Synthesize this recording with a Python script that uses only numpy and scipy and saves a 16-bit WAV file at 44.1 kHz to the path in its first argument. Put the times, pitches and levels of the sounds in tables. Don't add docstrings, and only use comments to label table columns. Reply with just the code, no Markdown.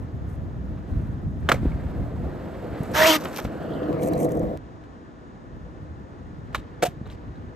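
import sys
import numpy as np
from scipy import signal
from scipy.fft import rfft, irfft, next_fast_len
from scipy.io import wavfile

SR = 44100
rng = np.random.default_rng(int(sys.argv[2]) if len(sys.argv) > 2 else 0)


def digitize_waveform(pressure):
    field = np.atleast_2d(pressure).T
    bounded = np.clip(field, -1, 1)
    quanta = np.round(bounded * 32767).astype(np.int16)
    wavfile.write(sys.argv[1], SR, quanta)


N = 332955
SIZE = next_fast_len(N + 4096)
BINS = np.maximum(np.arange(SIZE // 2 + 1) * SR / SIZE, 1)

# (frequency [Hz], right lead [rad], left-right [dB], likeness [0-1])
AHEAD_PORTS = [(102.5, -0.49, 0, 0.73), (500, 1, 0.5, 1), (800, 0.6, -4.5, 0.82), (1560, 0.57, -0.5, 1),
               (1940, 0.086, 0.5, 1), (4370, 1, 0.5, 1), (5800, 1.4, 5, 0.41), (7530, 0.88, 3, 0.25)]
# (frequency [Hz], right lead [rad], left-right [dB], likeness [0-1])
BESIDE_PORTS = [(100, -.3, 0, .92), (500, -.9, 0, .88), (1000, -1.7, 1, .65), (1450, -3.2, 0, .7),
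                (1850, -6.5, 0, .8), (3000, -7.4, 4, .6), (5000, -6.9, 1, .5), (6000, -5.6, 1, .5),
                (7500, -6.28, 0, .8)]
# (frequency [Hz], level [dB])
BRIGHT_SCRAPE = [(1500, -11), (2300, -4.5), (3000, -5), (4200, -7.5), (6000, -5.5), (7500, -14),
                 (9500, -12.5), (12000, -9), (15000, -15)]
LEVEL_FROM_S, LEVEL_AT_S, GONE_S = 3.55, 3.97, 4.5743


def amp(db):
    return 10 ** (np.asarray(db) / 20)


def rms_one(x):
    return x / np.sqrt(np.mean(x ** 2) + 1e-20)


def in_time(rows):
    s, *columns = np.transpose(rows)
    return [np.interp(np.arange(N) / SR, s, c, -200, -200) for c in columns]


def between(values, start_s, end_s):
    return np.interp(np.arange(N) / SR, [start_s, end_s], values)


def strokes(rows, rise_db_per_s, fall_db_per_s):
    t = np.arange(N) / SR
    levels_db = []
    for s, held_s, db in rows:
        early_s = np.maximum(s - t, 0)
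        late_s = np.maximum(t - s - held_s, 0)
        levels_db.append(db - rise_db_per_s * early_s - fall_db_per_s * late_s)
    return np.max(levels_db, axis=0)


def at_hz(points, hz, column=1):
    table = np.array(points)
    return np.interp(np.log(hz), np.log(table[:, 0]), table[:, column])


def drift(rate_hz):
    r = np.exp(-80 * np.pi * rate_hz / SR)
    noise = rng.standard_normal(N // 40 + 2002)
    slow = signal.lfilter([1], [1, -2 * r, r * r], noise)[2000:]
    return np.interp(np.arange(N) / 40, np.arange(len(slow)), rms_one(slow))


def ring(force, hz, t60_s):
    r, w = amp(-60 / (t60_s * SR)), 2 * np.pi * hz / SR
    return signal.lfilter([0, np.sin(w)], [1, -2 * r * np.cos(w), r * r], force + 1e-18)


def rough_noise(flicker_db, rate_hz):
    return rng.standard_normal((2, N)) * amp(flicker_db * drift(rate_hz))


def ports(pair, direction, gain=1):
    # (frequency [Hz], right lead [rad])
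    treble_turn = [(7500, 0), (8600, 1.3), (9200, 3), (10700, 3.2), (11500, 5.2), (12400, 6.2),
                   (13900, 6.4), (15000, 9.4)]
    common, apart = rfft(pair, SIZE) * gain
    high = np.interp(BINS, [7500, 9200], [0, 1])
    last_rad = np.angle(np.exp(1j * direction[-1][1]))
    lead_rad = at_hz(direction, BINS) - last_rad * high + at_hz(treble_turn, BINS)
    lean = amp(at_hz(direction, BINS, column=2) / 2)
    alike = np.clip(at_hz(direction, BINS, column=3), 0, 1)
    alike = alike + high * (.995 - alike)
    shared, unlike = np.sqrt(1 + alike) * common, np.sqrt(1 - alike) * apart
    left = lean * (shared + unlike)
    right = (shared - unlike) * np.exp(1j * lead_rad) / lean
    return irfft(np.array([left, right]), SIZE)[:, :N] / np.sqrt(2)


def coloured(spectrum, direction, flicker_db, rate_hz, lift_db=0):
    gain = amp(at_hz(spectrum, BINS) + lift_db)
    out = ports(rough_noise(flicker_db, rate_hz), direction, gain)
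    return out / np.sqrt(np.mean(out.mean(axis=0) ** 2))


def distance():
    # (frequency [Hz], level [dB])
    traffic_spectrum = [(30, -12.5), (60, -1.5), (150, -5.5), (300, -1.5), (450, -11), (700, -15.5),
                        (1000, -15.5), (1600, -18.5), (2200, -33), (3500, -36.5), (5500, -42), (7000, -47),
                        (9500, -53), (12500, -66), (15000, -68)]
    # (frequency [Hz], right lead [rad], left-right [dB], likeness [0-1])
    around_ports = [(98, 1, 0.5, 1), (507, -0.14, 0, 0.47), (690, -3, 6.5, 0.0463), (797, -4.5, 4, 0.2),
                    (1520, -2.5, -2, 0.71), (1785, -6, 3.5, 0.88), (3350, -7.5, 1, 0.83),
                    (5400, 0, 4, 0.15), (7530, 4.5, -1.5, 0.25)]
    insects = rms_one(ring(rng.standard_normal(N), hz=6600, t60_s=0.005))
    traffic = coloured(traffic_spectrum, around_ports, flicker_db=.6, rate_hz=2.3)
    return amp(-45.5) * traffic + amp(-79.5) * insects * [[1.2], [.8]]


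def wind():
    # (time [s], level [dB])
    gusts = [(0.0, -32), (0.36, -31.5), (0.4, -31), (0.8, -29.5), (0.84, -35.5), (0.92, -25.5), (1.2, -31),
             (1.28, -29), (1.45, -30), (1.68, -25.5), (1.81, -29), (2.02, -26.5), (2.1, -31.5),
             (2.29, -29.5), (2.39, -42), (2.59, -37.5), (2.61, -42.5), (3.05, -34), (3.07, -63),
             (3.36, -64), (3.47, -28.5), (3.51, -43), (4.25, -42), (4.31, -50), (4.37, -29), (4.42, -33),
             (4.44, -24.5), (4.52, -41), (5.3, -53.5), (5.59, -38), (5.66, -42.5), (6.03, -37.5),
             (6.06, -45), (6.58, -37.5), (6.6, -41), (6.86, -46.5), (6.88, -37), (7.25, -40), (7.3, -35),
             (7.55, -43.5)]
    # (frequency [Hz], level [dB])
    gust_spectrum = [(20, -27.5), (35, -1.5), (60, 5.5), (100, 2), (160, -3), (250, -8.5), (400, -25.5),
                     (800, -65)]
    return amp(in_time(gusts)[0]) * coloured(gust_spectrum, AHEAD_PORTS, flicker_db=2.5, rate_hz=20.)


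def clothes():
    # (time [s], held [s], level [dB])
    rubs = [(0.02, 0.012, -75), (0.29, 0.061, -70), (0.9, .01, -73), (0.95, .19, -79), (1.4, .05, -78),
            (3.9, .65, -81), (4.03, 0.055, -54), (4.134, 0.0044, -60), (4.195, 0.055, -49.5),
            (4.29, 0.092, -68)]
    # (time [s], level [dB])
    loud_snaps = [(2.833, -36.5), (3.2484, -31.5), (3.2842, -44.5), (3.344, -40), (3.361, -34),
                  (3.3866, -35.5), (3.3972, -41), (3.423, -41.5), (3.433, -41), (3.4448, -37.5),
                  (3.927, -48), (4.019, -41), (4.025, -46), (4.0302, -29.5), (4.035, -33), (4.044, -38),
                  (4.049, -37), (4.0594, -37), (4.073, -33.5), (4.077, -41), (4.085, -32), (4.1238, -46),
                  (4.1333, -31), (4.1523, -42), (4.174, -41), (4.188, -42), (4.202, -32), (4.2138, -48),
                  (4.221, -42), (4.2305, -32), (4.245, -41), (4.2494, -36), (4.2911, -42), (4.3037, -51),
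                  (4.31, -43), (4.3187, -33), (4.351, -44), (4.371, -42), (4.394, -39.5)]
    # (frequency [Hz], level [dB])
    cloth_spectrum = [(3000, -1.5), (4500, -27), (6000, 8.5), (7500, 1.5), (9500, 13.5), (12500, 2.5),
                      (15000, -2.5)]
    faint_from_s, faint_to_s, faint_db, faint_spread_db = 3.7, 4, -64, -1
    snap_rise_s, snap_fall_s = .0016, .0017

    rub_db = strokes(rubs, rise_db_per_s=497, fall_db_per_s=901)
    rub = amp(rub_db) * rough_noise(flicker_db=3.5, rate_hz=180.0)
    faint_snaps = []
    for a, b in rng.random(size=(14, 2)):
        s = faint_from_s + a * (faint_to_s - faint_from_s)
        faint_snaps.append((s, faint_db + faint_spread_db * (2 * b - 1)))
    t = np.arange(440) / SR
    burst = np.minimum(t / snap_rise_s, 1) * np.exp(-t / snap_fall_s)
    snaps = np.zeros((2, N))
    for s, db in loud_snaps + faint_snaps:
        at = round(s * SR)
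        snaps[0, at:at + 440] += amp(db) * rng.standard_normal(440) * burst

    cloth_db = at_hz(cloth_spectrum, BINS)
    octaves_below = np.maximum(np.log2(cloth_spectrum[0][0] / BINS), 0)
    rub_gain = amp(cloth_db - 8. * octaves_below)
    snap_gain = amp(3.0 + 0.45 * cloth_db - 3. * octaves_below)
    return ports(rub, BESIDE_PORTS, rub_gain) + ports(snaps, BESIDE_PORTS, snap_gain)


def thuds():
    # (time [s], drive [dB], frequency [Hz])
    pushes = [(0.917, -9.5, 72), (0.967, -9.5, 68), (1.263, -13, 74), (1.498, -7.5, 298), (1.522, -6, 330),
              (1.534, -13, 111), (1.631, -10, 250), (1.652, -10.5, 211), (1.656, -5.5, 310),
              (1.666, -5.5, 53.7), (2.805, -9.5, 163.4), (2.904, -15, 199), (3.449, -13.5, 204),
              (4.436, -18.5, 100), (6.883, -18.5, 130), (7.013, -16, 194)]
    out = np.zeros(N)
    for s, db, hz in pushes:
        push = np.zeros(4096)
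        push[0] = amp(db)
        soft = signal.lfilter([.05], [1, -.95], -ring(push, hz, 4.25 / hz))
        at = round(s * SR)
        out[at:at + 4096] += soft
    return out * np.ones((2, 1))


def scuffing():
    # (time [s], held [s], level [dB])
    scuffs = [(3.18, 0.084, -49.5), (3.38, 0.0038, -34.5), (3.446, .002, -53)]
    scuff_db = strokes(scuffs, rise_db_per_s=429, fall_db_per_s=500)
    return amp(scuff_db) * coloured(BRIGHT_SCRAPE, AHEAD_PORTS, flicker_db=6.0, rate_hz=180.0)


def blows():
    # (time [s], grit level [dB], grind [s], grit tilt [dB/octave], knock level [dB],
    # centre of the deck's ring [Hz])
    contacts = [(1.488, -18, 0.0089, -3, -19, 3100), (1.4905, -35, .002, 10, -25, 3500),
                (1.4908, -33, 0.004, 6, -13.5, 1000), (1.494, -36, 0.0023, 4, -28, 3300),
                (1.498, -32, 0.016, -3.5, -18, 800), (1.5154, -21, 0.005, -1.5, -5.5, 1300),
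                (1.5178, -26.5, 0.0018, 5, -27, 4600), (1.517, -40, 0.0018, 1, -12.5, 1290),
                (1.518, -29, 0.0091, -5.5, -12.5, 2800), (1.522, -48, 0.0068, -9, -14.5, 596),
                (1.541, -42, .006, 7, -16, 544), (1.528, -44, 0.016, -2.5, -33, 2100),
                (1.545, -48, .003, -7, -29, 2050), (1.555, -44, 0.025, -6, -35, 1500),
                (1.718, -63, .003, -5, -39, 2200), (3.253, -30, 0.0072, -4, -21.5, 1305),
                (3.383, -29.5, .015, -4.5, -33.5, 1120), (3.449, -34.5, 0.0037, -0.7, -19.5, 596),
                (3.735, -60, .003, 2, -48, 4240), (3.83, -63, 0.017, 2, -43, 3130),
                (3.927, -46.5, .002, 1.5, -48, 2260), (3.995, -63, .003, -5, -39.5, 2200),
                (4.022, -49, 0.0082, 5, -40, 2080), (4.034, -53, .003, -2, -46, 4270),
                (4.1335, -57, .003, -1, -44, 2400), (4.135, -58, .003, 2, -40, 4440),
                (4.176, -62, .003, 2, -49, 4260), (4.2022, -58, .003, 0, -40, 2300),
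                (4.249, -60, .003, 3, -47, 4300), (4.286, -66, .004, -2, -41, 1750),
                (4.331, -64, .003, 0, -43, 1650), (4.418, -60, .003, -3, -23, 600),
                (4.431, -60, .003, 8, -45, 1820), (4.472, -60, .003, -3, -29, 600),
                (4.836, -52, .002, -2, -59, 4240), (6.526, -53, .018, -0.5, -55, 2500),
                (6.546, -28, 0.01, -0.7, -14.5, 1140), (6.5451, -37, 0.014, 3, -28, 3900),
                (6.549, -49, .005, -10, -21.5, 2300), (6.554, -38, 0.0033, -12, -26, 580),
                (6.564, -54.5, .038, 2, -37, 3620), (6.822, -32, 0.0097, 5.5, -25, 2500),
                (6.823, -49, .002, 8, -25, 600), (6.825, -32, 0.0083, 8, -14, 800),
                (6.828, -47, .002, 0, -22, 1730), (6.833, -51, .002, 0, -28, 2400),
                (6.825, -23, 0.0023, 0, -32, 3800), (6.8307, -28, 0.0078, 6.5, -6.5, 614),
                (6.8372, -50, 0.0036, -16, -11.5, 560), (6.837, -38, .002, 27, -19, 1470),
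                (6.85, -31.5, 0.018, 5.5, -17, 760), (6.8566, -40, 0.0034, -11, -20, 760),
                (6.856, -48, .002, 3, -34, 2100), (6.8625, -45.5, 0.011, 0, -22, 756),
                (7.056, -47, 0.017, -6.5, -48, 3860), (7.071, -57, .004, 2, -49, 1500),
                (7.084, -53, .01, -4, -62, 4000), (7.099, -53, 0.029, 1, -45, 3150),
                (7.099, -66.5, .012, -13, -46, 3900), (7.129, -60, 0.025, 1, -48, 5300),
                (7.318, -65, .004, 0, -59, 3800), (7.355, -66, .004, 0, -55, 4000)]
    # (frequency [Hz], level [dB], t60 [s])
    deck_modes = [(544, 10.5, 0.022), (623, -0.5, 0.034), (710, 1, 0.044), (1008, -7.5, 0.021),
                  (1323, 3, 0.01), (1483, -2.5, 0.022), (1730, 4, 0.012), (2050, 4, .02), (2260, 11, 0.014),
                  (2800, -22, .012), (3150, 9, 0.0091), (3600, 4, 0.025), (3860, 7, 0.021),
                  (4070, 4, 0.048), (4600, 0.5, 0.024), (5300, -6, 0.012)]
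    # (frequency [Hz], level [dB])
    crack_spectrum = [(150, -40), (400, -3.5), (800, -6), (1300, -3), (2000, -6.5), (3500, -11),
                      (4800, -19.5), (6500, -21.5), (9500, -25), (12500, -33.5), (15000, -32)]
    grind_t60_s, settle_t60_s, settle_db = 0.028, 0.17, -12
    size = 8192

    out, t = np.zeros((2, N)), np.arange(size) / SR
    hz = np.maximum(np.arange(size // 2 + 1) * SR / size, 1)
    for s, grit_db, grind_s, tilt_db, knock_db, ring_hz in contacts:
        noise = rng.standard_normal((2, size))
        rise = np.minimum(t / .002, 1)
        grinding = amp(-60 * np.maximum(t - grind_s, 0) / grind_t60_s)
        settling = amp(settle_db - 60 * t / settle_t60_s)
        lumps = rms_one(signal.lfilter([1], [1, -.985], rng.standard_normal(size)))
        shape = rise * (grinding + settling) * amp(3 * lumps - 1)
        grit_gain = amp(at_hz(crack_spectrum, hz) + tilt_db * np.log2(hz / 1000))
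        grit = rms_one(irfft(rfft(noise) * grit_gain))

        spread_octaves = 0.45 * min(1000 / ring_hz, 1) ** .4
        play_db = rng.standard_normal(len(deck_modes))
        force = .009 * noise * shape
        force[0, 44] += 1
        deck = 0
        for k, (mode_hz, mode_db, t60_s) in enumerate(deck_modes):
            off_centre = np.log2(mode_hz / ring_hz) / spread_octaves
            gain = amp(mode_db - 11.0 * off_centre ** 2 + play_db[k])
            deck = deck + gain * (-1) ** k * ring(force, mode_hz, t60_s)
        knock = amp(knock_db) * deck / np.max(np.abs(deck))
        at = round(s * SR)
        out[:, at:at + size] += amp(grit_db) * grit * shape + knock

    t = np.arange(N) / SR
    beside = (t > (LEVEL_FROM_S + LEVEL_AT_S) / 2) & (t < GONE_S)
    return ports(out * ~beside, AHEAD_PORTS) + ports(out * beside, BESIDE_PORTS)


def skid():
    # (time [s], stick-slip [Hz], upper partials [dB], pressure on the scrape [dB],
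    # first partial [dB], second partial [dB], third partial [dB])
    drag = [(2.935, 288.6, -48, -20.5, -52, -42.5, -36), (2.95, 299.8, -34, -5.5, -51, -34, -34),
            (2.97, 301.8, -20.5, -0.5, -39, -25, -23), (2.99, 312.9, -20, 1, -29.5, -22, -21),
            (3.015, 312, -20.5, 0, -41, -12, -23.5), (3.035, 321.4, -18.5, 4, -28.5, -15.5, -20),
            (3.055, 310.5, -20, 0, -30, -13.5, -28.5), (3.07, 325, -19, 5.5, -33, -13, -29),
            (3.085, 325.6, -16, 2, -23.5, -16, -17), (3.104, 316.5, -19, 3, -17, -17.5, -22),
            (3.12, 307, -16.5, -0.5, -20, -28.5, -22.5), (3.14, 320, -18.5, 1, -30.5, -21, -26),
            (3.166, 303, -21.5, -4, -20, -31.5, -35.5), (3.19, 302, -48, -38, -48, -46, -55)]
    # (multiple of stick-slip [-], level [dB])
    upper_partials = [(4, -11.5), (5, -16.5), (6, -17.5), (7, -18.5), (8, -29.5), (9, -21.5), (10, -18),
                      (11, -19), (12, -24.5)]
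    # (time [s], frequency [Hz])
    resonance = [(2.93, 1550), (2.955, 1650), (2.975, 1850), (3.0, 1650), (3.02, 1880), (3.05, 1950),
                 (3.065, 2900), (3.09, 2800), (3.115, 3200), (3.135, 2700), (3.155, 2000), (3.19, 1900)]
    # (frequency [Hz], level [dB])
    coarse_spectrum = [(200, -17.5), (500, -3.5), (900, -2), (1400, -1), (1900, -4.5), (2400, -9),
                       (3200, -17.5), (5000, -36)]
    # (frequency [Hz], right lead [rad], left-right [dB], likeness [0-1])
    right_ports = [(100, 0.17, 1.5, 0.84), (495, 0.53, -1, 0.98), (900, 0.67, -5, 0.39),
                   (1600, 0.84, -5, 0.85), (1900, 0., 0, 1), (3500, 0.09, 10.5, 0.57), (5460, 0., 0.5, 1),
                   (7500, .1, -2, 0.99)]
    turn_from_s, turn_to_s = 3.05, 3.08

    slip_hz, squeal_db, drag_db, *lowest_db = in_time(drag)
    slip_hz = np.maximum(slip_hz, 1)
    peak_hz = np.maximum(in_time(resonance)[0], 1)
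    coarse_db = between((-24, -28.5), turn_from_s, turn_to_s) + drag_db
    bright_db = between((-28, -25), turn_from_s, turn_to_s) + drag_db
    phase = 2 * np.pi * np.cumsum(slip_hz * (1 + 0.01 * drift(29.85))) / SR

    upper = 0
    for k, db in upper_partials:
        patchy_db = 4 * drift(40)
        lift_db = 6.5 / (1 + (np.log2(k * slip_hz / peak_hz) / 0.13) ** 2)
        tone = np.sin(k * phase + rng.uniform(0, 2 * np.pi))
        upper = upper + amp(db - 1.5 + patchy_db + lift_db) * tone
    lowest = sum(amp(db) * np.sin(k * phase) for k, db in enumerate(lowest_db, start=1))
    squeal = amp(squeal_db) * upper + lowest

    whistle = drift(100.) * np.sin(2 * np.pi * np.cumsum(peak_hz) / SR)
    throb = 1 + .4 * np.sin(phase)
    tonal = squeal + amp(coarse_db + 0.8) * whistle * throb
    coarse = coloured(coarse_spectrum, right_ports, flicker_db=0.5, rate_hz=143.0)
    bright = coloured(BRIGHT_SCRAPE, right_ports, flicker_db=0.5, rate_hz=143.0)
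    scrape = (amp(coarse_db) * coarse + amp(bright_db) * bright) * throb
    return ports([tonal, 0 * tonal], right_ports) + scrape


def passing_bands():
    # (time [s], lower [Hz], lower level [dB], upper [Hz], upper level [dB])
    bands = [(3.5, 1350, -68, 2700, -75), (3.62, 1342, -48, 2900, -56), (3.75, 1286, -47, 3200, -53),
             (3.85, 1280, -42, 3150, -57), (3.93, 1133, -41, 2900, -62), (4.05, 1010, -48, 2300, -64),
             (4.2, 930, -65, 2300, -56), (4.3, 950, -75, 2200, -77)]
    low_hz, low_db, high_hz, high_db = in_time(bands)
    out = 0
    for hz, db, width_hz in ((low_hz, low_db, 180.), (high_hz, high_db, 300.)):
        noise = drift(width_hz)
        wander = 1 + .06 * drift(12.)
        carrier = np.sin(2 * np.pi * np.cumsum(np.maximum(hz, 0) * wander) / SR)
        out = out + amp(db) * noise * carrier
    return out


def cut_click():
    return signal.lfilter([amp(-28.5)], [1, -.8], np.arange(N) == round(GONE_S * SR))


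def rolling():
    # (time [s], deck rumble [dB], grit hiss [dB])
    roll = [(0.0, -47, -56), (0.69, -46, -57), (0.93, -44.5, -51.5), (1.32, -49, -59), (1.55, -41.5, -45.5),
            (2.23, -38, -48), (2.69, -34.5, -45), (2.9, -35, -39.5), (3.27, -34.5, -38.5),
            (3.33, -33.5, -39.5), (3.45, -38.5, -46), (3.67, -33, -43.5), (4.02, -24, -45),
            (4.18, -21, -44.5), (4.25, -22, -50), (4.29, -24.5, -48), (4.42, -28, -52), (4.57, -31.5, -50),
            (4.575, -51.5, -60.5), (5.05, -55, -60), (6.2, -52.5, -60.5), (6.65, -54, -54.5),
            (7.05, -50.5, -58), (7.36, -52, -55), (7.55, -53.5, -60.5)]
    # (frequency [Hz], width [Hz], lift when beside [dB])
    hollow = [(155, 35, 4), (307, 35, 9), (495, 55, 12), (650, 60, 8)]
    # (frequency [Hz], level [dB])
    rumble_spectrum = [(40, -21), (80, -6.5), (150, 0.5), (300, -0.5), (500, -4.5), (700, -6.5),
                       (900, -17.5), (1300, -21.5), (2000, -51)]
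    # (frequency [Hz], level [dB])
    grit_spectrum = [(500, 7), (1000, 3.5), (1500, 1), (1900, -2), (2400, -8), (3300, -13.5), (4300, -16),
                     (5500, -24.5), (7000, -44.5)]
    # (frequency [Hz], level [dB])
    fine_spectrum = [(3000, -6.5), (5000, -4.5), (7000, 1), (9500, 4), (12500, -2), (15000, -5.5)]
    # (time [s], detour [ms], share [0-1])
    ground_path = [(3.2, .72, .05), (3.55, .72, .3), (3.8, .62, .5), (3.91, .73, .4), (3.94, .6, .05),
                   (3.98, .46, .45), (4.22, .43, .45), (4.27, .5, .1), (4.3, .58, .4), (4.57, .56, .3)]

    rumble_db, grit_db = in_time(roll)
    hollow_db = sum(lift_db / (1 + (2 * (BINS - hz) / width_hz) ** 2) for hz, width_hz, lift_db in hollow)
    level = between((0, 1), LEVEL_FROM_S, LEVEL_AT_S)
    angle = level * np.pi / 2
    rumble, grit = 0, 0
    for share, direction, hollowness in ((np.cos(angle), AHEAD_PORTS, .4), (np.sin(angle), BESIDE_PORTS, 1)):
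        rumble = rumble + share * coloured(rumble_spectrum, direction, flicker_db=2.0, rate_hz=17.0,
                                           lift_db=hollowness * hollow_db)
        grit = grit + share * coloured(grit_spectrum, direction, flicker_db=1.5, rate_hz=30.)

    detour_ms, share = np.maximum(in_time(ground_path), 0)
    late_at = np.arange(N) - detour_ms * SR / 1000
    late = [np.interp(late_at, np.arange(N), side) for side in grit]
    grit = (grit + share * late) / np.sqrt(1 + share ** 2)

    fine = coloured(fine_spectrum, BESIDE_PORTS, flicker_db=2.0, rate_hz=40.)
    fine_db = -68 + 1.7 * (grit_db + 44.5) - 10 * level
    return amp(rumble_db) * rumble + amp(grit_db) * grit + amp(fine_db) * fine


def scene():
    background = distance() + wind()
    contacts = clothes() + thuds() + scuffing() + blows() + skid()
    return background + contacts + passing_bands() + cut_click() + rolling()


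def record(dry):
    thinned = signal.sosfilt(signal.butter(2, 43, "high", fs=SR, output="sos"), dry)
    return signal.sosfilt(signal.cheby2(14, 70, 15800, fs=SR, output="sos"), thinned)


dry = scene()
out = record(dry)
digitize_waveform(out)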